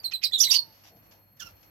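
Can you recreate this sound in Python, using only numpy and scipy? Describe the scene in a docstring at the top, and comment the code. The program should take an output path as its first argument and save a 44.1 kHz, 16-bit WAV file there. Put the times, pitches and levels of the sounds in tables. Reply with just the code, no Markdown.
"""A quick run of falling peeps, rasps and two shrill screeches: lovebirds on a perch to the right.
Faint rustles and one soft squawk follow. Each voice is a vibrating membrane, the syrinx; the rasps
are breath chopped into pulses. The block walls of a small aviary answer closely. Behind it all lie
outdoor rumble, a faint far whistle, a low hum and a thin steady whine."""
import sys
import numpy as np
from scipy import signal
from scipy.fft import rfft, irfft
from scipy.io import wavfile

SR = 44100
rng = np.random.default_rng(int(sys.argv[2]) if len(sys.argv) > 2 else 0)


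def master_out(mix):
    """Clip the mix to full scale and print it as 16-bit PCM to the path in sys.argv[1]."""
    frames = np.transpose(np.atleast_2d(mix))
    ceiling = np.clip(frames, -1, 1)
    pcm = np.round(ceiling * 32767).astype(np.int16)
    wavfile.write(sys.argv[1], SR, pcm)


N = 74970
T = np.arange(N) / SR
CUTOFF_HZ = 15900


def from_db(db):
    """Decibels to gain."""
    return 10 ** (np.asarray(db) / 20)


def at_hz(points, hz):
    """Read a table on a log-frequency axis."""
    freqs, values = np.transpose(points)
    return np.interp(np.log(hz), np.log(freqs), values)


def shaped_noise(gain):
    """Noise with a given gain at each frequency, scaled to rms 1."""
    freqs = np.arange(N // 2 + 1) * SR / N + 1e-3
    noise = irfft(rfft(rng.standard_normal(N)) * gain(freqs), N)
    return noise / noise.std()


def wobble(hz):
    """Random motion up to about this speed."""
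    return shaped_noise(lambda f: 1 / (1 + (f / hz) ** 4))


def envelope(start, length, db, swell_db, attack_s=.003, release_s=.004):
    """Attack, a hold that slopes by swell_db, release."""
    progress = np.clip((T - start) / length, 0, 1)
    gate = np.clip((T - start) / attack_s, 0, 1) * np.clip((start + length - T) / release_s + .5, 0, 1)
    return np.sin(gate * np.pi / 2) ** 2 * from_db(db + swell_db * (progress - .5))


def syrinx(hz, rough, partials, jitter=.13, shimmer=.35, scatter_hz=700):
    """A vibrating membrane whose pitch and strength scatter as roughness goes from 0 to 1."""
    phase = 2 * np.pi * np.cumsum(hz * (1 + jitter * rough * wobble(scatter_hz))) / SR
    wave = sum(from_db(db) * np.sin(k * phase) * (k * hz < SR / 2) for k, db in partials)
    return np.sqrt(2) * wave * (1 + shimmer * rough * wobble(scatter_hz))


# Tone of the outdoor bed. Each row: frequency in Hz, relative level in dB.
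AIR_COLOUR = [(20, -32.5), (48, 0), (72, -3), (110, -6.5), (190, -3), (260, -11.5), (310, -4), (380, -14),
              (520, -8), (680, -9), (1300, -16), (2500, -17.5), (3500, -28.5), (5500, -28.5), (9500, -35),
              (11300, -31), (12800, -9.5), (14000, -25.5), (16000, -31.5)]
# Its stereo image. Each row: frequency in Hz, left-right likeness (1 is mono).
AIR_LIKENESS = [(60, .95), (150, .88), (300, .72), (1000, .5), (8000, .3)]
# Its fader ride. Each row: time in seconds, gain in dB.
AIR_SWAY = [(0, 2.5), (.2, -6), (.45, 4), (.8, -2.5), (.95, -2.5), (1.12, 0), (1.25, -5), (1.36, -6.5),
            (1.45, 3.5), (1.6, -2.5), (1.7, 1)]

def outdoor_air():
    """A swaying rumble and hiss, centred in the bass and wide in the treble."""
    def layer(sign):
        return shaped_noise(
            lambda f: from_db(at_hz(AIR_COLOUR, f)) * np.sqrt(1 + sign * at_hz(AIR_LIKENESS, f)))
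    mid, side = layer(1), layer(-1)
    return np.array([mid + side, mid - side]) * from_db(-62 + np.interp(T, *np.transpose(AIR_SWAY)))


# Pitches in Hz of the hum, the whine and the whine's third harmonic.
DRONE_HZ = [100, 4290, 12880]
# The same three tones. Each row: level in dB, pitch waver in Hz, flutter as a share of the amplitude.
DRONES = [(-69, 1.5, .2), (-76, 8, .25), (-66, 14, .3)]

def hum_and_whine():
    """Steady low and high tones with a slight waver and flutter."""
    out = 0
    for hz, (db, waver, flutter) in zip(DRONE_HZ, DRONES):
        phase = 2 * np.pi * np.cumsum(hz + waver * wobble(41)) / SR
        out = out + from_db(db) * np.sqrt(2) * np.sin(phase) * (1 + flutter * wobble(40))
    return out


# Dull swells. Each row: start in seconds, length in seconds, centre in Hz, peak level in dB.
SWELLS = [(0.351, 0.15, 528.6, -64.5), (.89, 0.11, 565, -62.5), (0.873, 0.21, 185, -64.5),
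          (1.094, 0.15, 720, -66.5), (1.253, 0.295, 170.1, -63.5), (1.392, .24, 75, -61)]

def outdoor_swells():
    """Faint bands of low noise that rise and sink outside."""
    out = 0
    for start, length, centre, db in SWELLS:
        arch = np.sin(np.pi * np.clip((T - start) / length, 0, 1))
        band = shaped_noise(lambda f: 1 / (1 + ((f - centre) / (.4 * centre)) ** 4))
        out = out + from_db(db) * arch * band
    return out


# Path of the far whistle. Each row: time in seconds, pitch in Hz, level in dB.
WHISTLE_PATH = [(.43, 1030, -79), (0.489, 1025, -63), (.53, 1027, -52.5), (0.589, 995, -59),
                (.65, 930, -68), (.71, 885, -67.5), (.74, 872, -80)]

def far_whistle():
    """A thin falling whistle from outside."""
    times, hz, db = np.transpose(WHISTLE_PATH)
    level = from_db(np.interp(T, times, db)) * (T > times[0]) * (T < times[-1])
    return level * syrinx(np.interp(T, times, hz), rough=.059, partials=[(.99, 0)])


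# Feathers and feet. Each row: start in seconds, length before the fade in seconds, level in dB.
RUSTLES = [(0.03, 0.016, -52), (0.722, 0.1, -65), (0.834, 0.054, -56.5), (0.959, 0.014, -69),
           (1.02, .04, -70), (1.109, 0.011, -56.5), (1.15, 0.01, -72), (1.364, 0.0027, -63),
           (1.481, .015, -57.5), (1.562, 0.052, -70), (1.624, 0.014, -61)]
# Their tone. Each row: frequency in Hz, relative level in dB.
RUSTLE_COLOUR = [(200, -29), (700, 5), (1400, -2), (2700, 3), (4000, -1.5), (5800, 5), (8000, -14.5),
                 (13000, -12.5), (16000, -38)]

def rustles(rise_s=.007, fade_s=.022):
    """Soft grainy brushes as the birds shift, each with a short fade."""
    level = 0
    for start, length, db in RUSTLES:
        rise = np.clip((T - start) / rise_s, 0, 1)
        fade = np.exp(-np.maximum(T - start - length, 0) / fade_s)
        level = level + from_db(db) * rise * fade
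    brush = shaped_noise(lambda f: from_db(at_hz(RUSTLE_COLOUR, f)))
    grain = from_db(1.95 * wobble(160))
    return level * brush * grain


def reverb(voices, t60_s, treble_t60_s, split_hz=7300, build_s=.0037):
    """Dense reflections that build quickly and die away, treble first."""
    noise = rng.standard_normal(N)
    dull = signal.sosfiltfilt(signal.butter(2, split_hz, fs=SR, output="sos"), noise)
    response = dull * from_db(-60 * T / t60_s) + (noise - dull) * from_db(-60 * T / treble_t60_s)
    response *= 1 - np.exp(-T / build_s)
    return signal.fftconvolve(voices, response / np.linalg.norm(response))[:N]


# Slaps off the block walls. Each row: delay in seconds, right gain in dB, left gain in dB.
WALL_ECHOES = [(.0052, -12, -8), (0.011, -18.5, -24.5), (.021, -20, -28.5), (0.032, -21, -22)]
# EQ on the left ear. Each row: frequency in Hz, gain in dB.
LEFT_EQ = [(1200, 4.5), (2500, -3.5), (4200, -1.5), (6000, -12.5), (9000, -1.5), (13000, 2)]

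def aviary(voices, ear_lag_s=.000308):
    """Direct sound from the right, a few wall echoes, a short ring and a faint tail."""
    freqs = np.arange(N + 1) * SR / (2 * N)
    def delayed(seconds):
        return irfft(rfft(voices, 2 * N) * np.exp(-2j * np.pi * freqs * seconds))[:N]
    ears = np.array([from_db(-14) * delayed(ear_lag_s), voices])
    for delay, right_db, left_db in WALL_ECHOES:
        ears += from_db([[left_db], [right_db]]) * delayed(delay)
    for ear, ring_db in enumerate((-17, -6)):  # left, right
        ring = from_db(ring_db) * reverb(voices, t60_s=.11, treble_t60_s=.09)
        tail = from_db(-34) * reverb(voices, t60_s=.66, treble_t60_s=.33)
        ears[ear] += ring + tail
    ears[0] = irfft(rfft(ears[0], 2 * N) * from_db(at_hz(LEFT_EQ, freqs + 1)))[:N]
    return ears


# EQ on the raspy hiss: strong up to 6 kHz, a dip at 10 kHz, a lift at 13 kHz.
# Each row: frequency in Hz, gain in dB.
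HISS_EQ = [(1500, -3.5), (2500, 1.5), (5000, 2), (6200, 3), (7500, -12), (10000, -23), (13000, -6.5),
           (16000, -18.5)]

def raspy_hiss(low_hz, high_hz=CUTOFF_HZ):
    """A band of bright hiss, falling steeply beyond two edges."""
    return shaped_noise(
        lambda f: from_db(at_hz(HISS_EQ, f)) / (1 + (low_hz / f) ** 8) / (1 + (f / high_hz) ** 8))


# Path of the squawk. Each row: time in seconds, pitch in Hz, level in dB, roughness from 0 to 1.
SQUAWK_PATH = [(1.394, 1837, -64, .4), (1.400, 1746, -42.5, 0.07), (1.414, 1464, -41.5, 0.3),
               (1.431, 1405, -39, 0.2), (1.441, 1391, -60, 0.25), (1.459, 1435, -47, 0.2),
               (1.478, 1336, -48.5, 0.17), (1.484, 1360, -76, 0.29)]
# Its harmonics. Each row: multiple of the pitch, relative level in dB.
SQUAWK_PARTIALS = [(1, -5), (2, -2), (3, -13.5), (4, -9.5), (5, -21.5), (6, -27), (7, -26), (8, -20.5),
                   (9, -23), (10, -27), (11, -23)]

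def squawk(throat_hz=5500):
    """A soft, hoarse falling call, rich in harmonics; the throat lifts the upper middle."""
    times, *columns = np.transpose(SQUAWK_PATH)
    hz, db, rough = [np.interp(T, times, column) for column in columns]
    voice = syrinx(hz, rough, SQUAWK_PARTIALS) + from_db(-12) * raspy_hiss(low_hz=1500)
    resonance = from_db(2) * signal.lfilter(*signal.iirpeak(throat_hz, Q=5, fs=SR), voice)
    return (voice + resonance) * from_db(db) * (T > times[0]) * (T < times[-1])


# Hoarse onsets. Each row: start and length in seconds, level and swell in dB, low and high edge in Hz.
RASPS = [(0.108, 0.017, -37, 8.5, 1450, 6040), (0.211, 0.02, -44, 8, 1650, 5100),
         (0.226, 0.021, -32, 1, 2200, 14930), (0.379, 0.036, -35, 5, 5500, 16200),
         (0.395, .024, -26.5, -1.5, 4500, 13000), (0.429, .022, -26.5, -4.5, 2700, 15200),
         (0.5, 0.054, -26, 9, 2393, 14500), (1.396, 0.0099, -36, 1, 4460, 15740)]

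def rasps(pulses_per_s=480):
    """Air chopped by uneven pulses of the syrinx."""
    rate = pulses_per_s * (1 + .27 * wobble(180))
    pulses = 1 + np.sin(2 * np.pi * np.cumsum(rate) / SR)
    hiss = sum(envelope(start, length, db, swell, attack_s=.0077) * raspy_hiss(low, high)
               for start, length, db, swell, low, high in RASPS)
    return hiss * pulses / np.sqrt(3 / 2)  # the chopping leaves the rms unchanged


# Two shrill accents. Each row: start and length in seconds, first, top and last pitch in Hz,
# level in dB, roughness from 0 to 1.
SCREECHES = [(.399, .035, 4195, 6136, 5524, -12.5, .2), (0.509, 0.025, 4883, 5942, 5284, -16, .35)]

def screeches():
    """The pitch of the syrinx shoots up, rounds over and sags."""
    partials = [(.97, 0), (2, -14)]  # the fundamental sits 3% under the written pitch
    out = 0
    for start, length, first, top, last, db, rough in SCREECHES:
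        arc = np.clip(2 * (T - start) / length - 1, -1, 1)
        hz = top - (top - np.where(arc < 0, first, last)) * arc ** 2
        level = envelope(start, length, db, swell_db=-7, attack_s=.009)
        out = out + level * syrinx(hz, rough, partials)
    return out


# The run of peeps. Each row: start and length in seconds, first and last pitch in Hz,
# level and swell in dB, roughness from 0 to 1, overtone gain in dB.
PEEPS = [ (.000, 0.0047, 4660, 4770, -39.5, -5, 0.11, -9), (0.041, 0.028, 4472, 4047, -26, 3, 0.12, -18.5),
         (.124, 0.0076, 2646, 2430, -34, -2.5, .3, -22), (.134, .028, 4305, 3935, -25, -2, 0.14, -20.5),
         (.229, 0.0091, 2538, 2398, -29, 2.5, .5, -18), (.235, 0.015, 4992, 4330, -19, 5, 0.57, -16.5),
         (.251, 0.02, 4205, 3874, -23.5, -5.5, 0.26, -18.5), (0.31, 0.0067, 1906, 1950, -50.5, 6, .1, -8),
         (0.32, .022, 3623, 3453, -28.5, 5.5, 0.12, -22), (.332, 0.032, 4091, 3716, -19.5, -0.5, .14, -28),
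         (.362, 0.026, 3770, 3444, -31.5, -5, .15, -20.5), (.386, 0.042, 3570, 3480, -33, -10, .22, 1),
         (0.432, 0.013, 2866, 3220, -33, 1.5, 0.3, -8), (.435, 0.016, 4704, 4200, -20.5, 3.5, .45, -12.5),
         (.451, .026, 4100, 3957, -22.5, -6.5, .25, -19.5),
         (0.473, 0.0049, 2203, 2100, -33, -0.5, 0.2, -19), (.48, 0.0262, 3895, 3750, -27.5, 18, .2, -11.5),
         (0.506, .018, 4796, 4690, -16, 1, 0.18, -14.5), (0.527, 0.024, 2663, 3079, -26, 6, .15, -10),
         (.543, 0.028, 4966, 4550, -17, 4.5, 0.38, -17.5), (.584, 0.013, 4543, 4368, -19, 3, 0.1, -29),
         (0.597, 0.016, 4400, 4320, -36.5, -14, 0.1, -15)]
# EQ on their overtones. Each row: frequency in Hz, gain in dB.
OVERTONE_EQ = [(5000, 1.5), (7200, 0), (8600, -1), (10300, -15), (11600, 3.5), (13000, 2), (14200, -10.5),
               (16000, -16.5)]

def peeps():
    """Short, nearly pure notes of the syrinx, most of them gliding down."""
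    out = 0
    for start, length, first, last, db, swell, rough, overtone_db in PEEPS:
        hz = np.interp(T, [start, start + length], [first, last])
        partials = [(.99, .012)]  # the fundamental sits 1% under the written pitch
        partials += [(k, overtone_db + at_hz(OVERTONE_EQ, k * hz)) for k in (2, 3, 4)]
        out = out + envelope(start, length, db, swell) * syrinx(hz, rough, partials)
    return out


def scene():
    """The flock in its aviary, with wide rustles, over the outdoor bed."""
    flock = aviary(peeps() + screeches() + rasps() + squawk())
    return (flock + far_whistle() + np.array([rustles(), rustles()])
            + outdoor_swells() + outdoor_air() + hum_and_whine())


def record(dry):
    """A steep low-pass takes off the very top."""
    return signal.sosfilt(signal.ellip(12, .1, 90, CUTOFF_HZ, fs=SR, output="sos"), dry)


dry = scene()
out = record(dry)
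master_out(out)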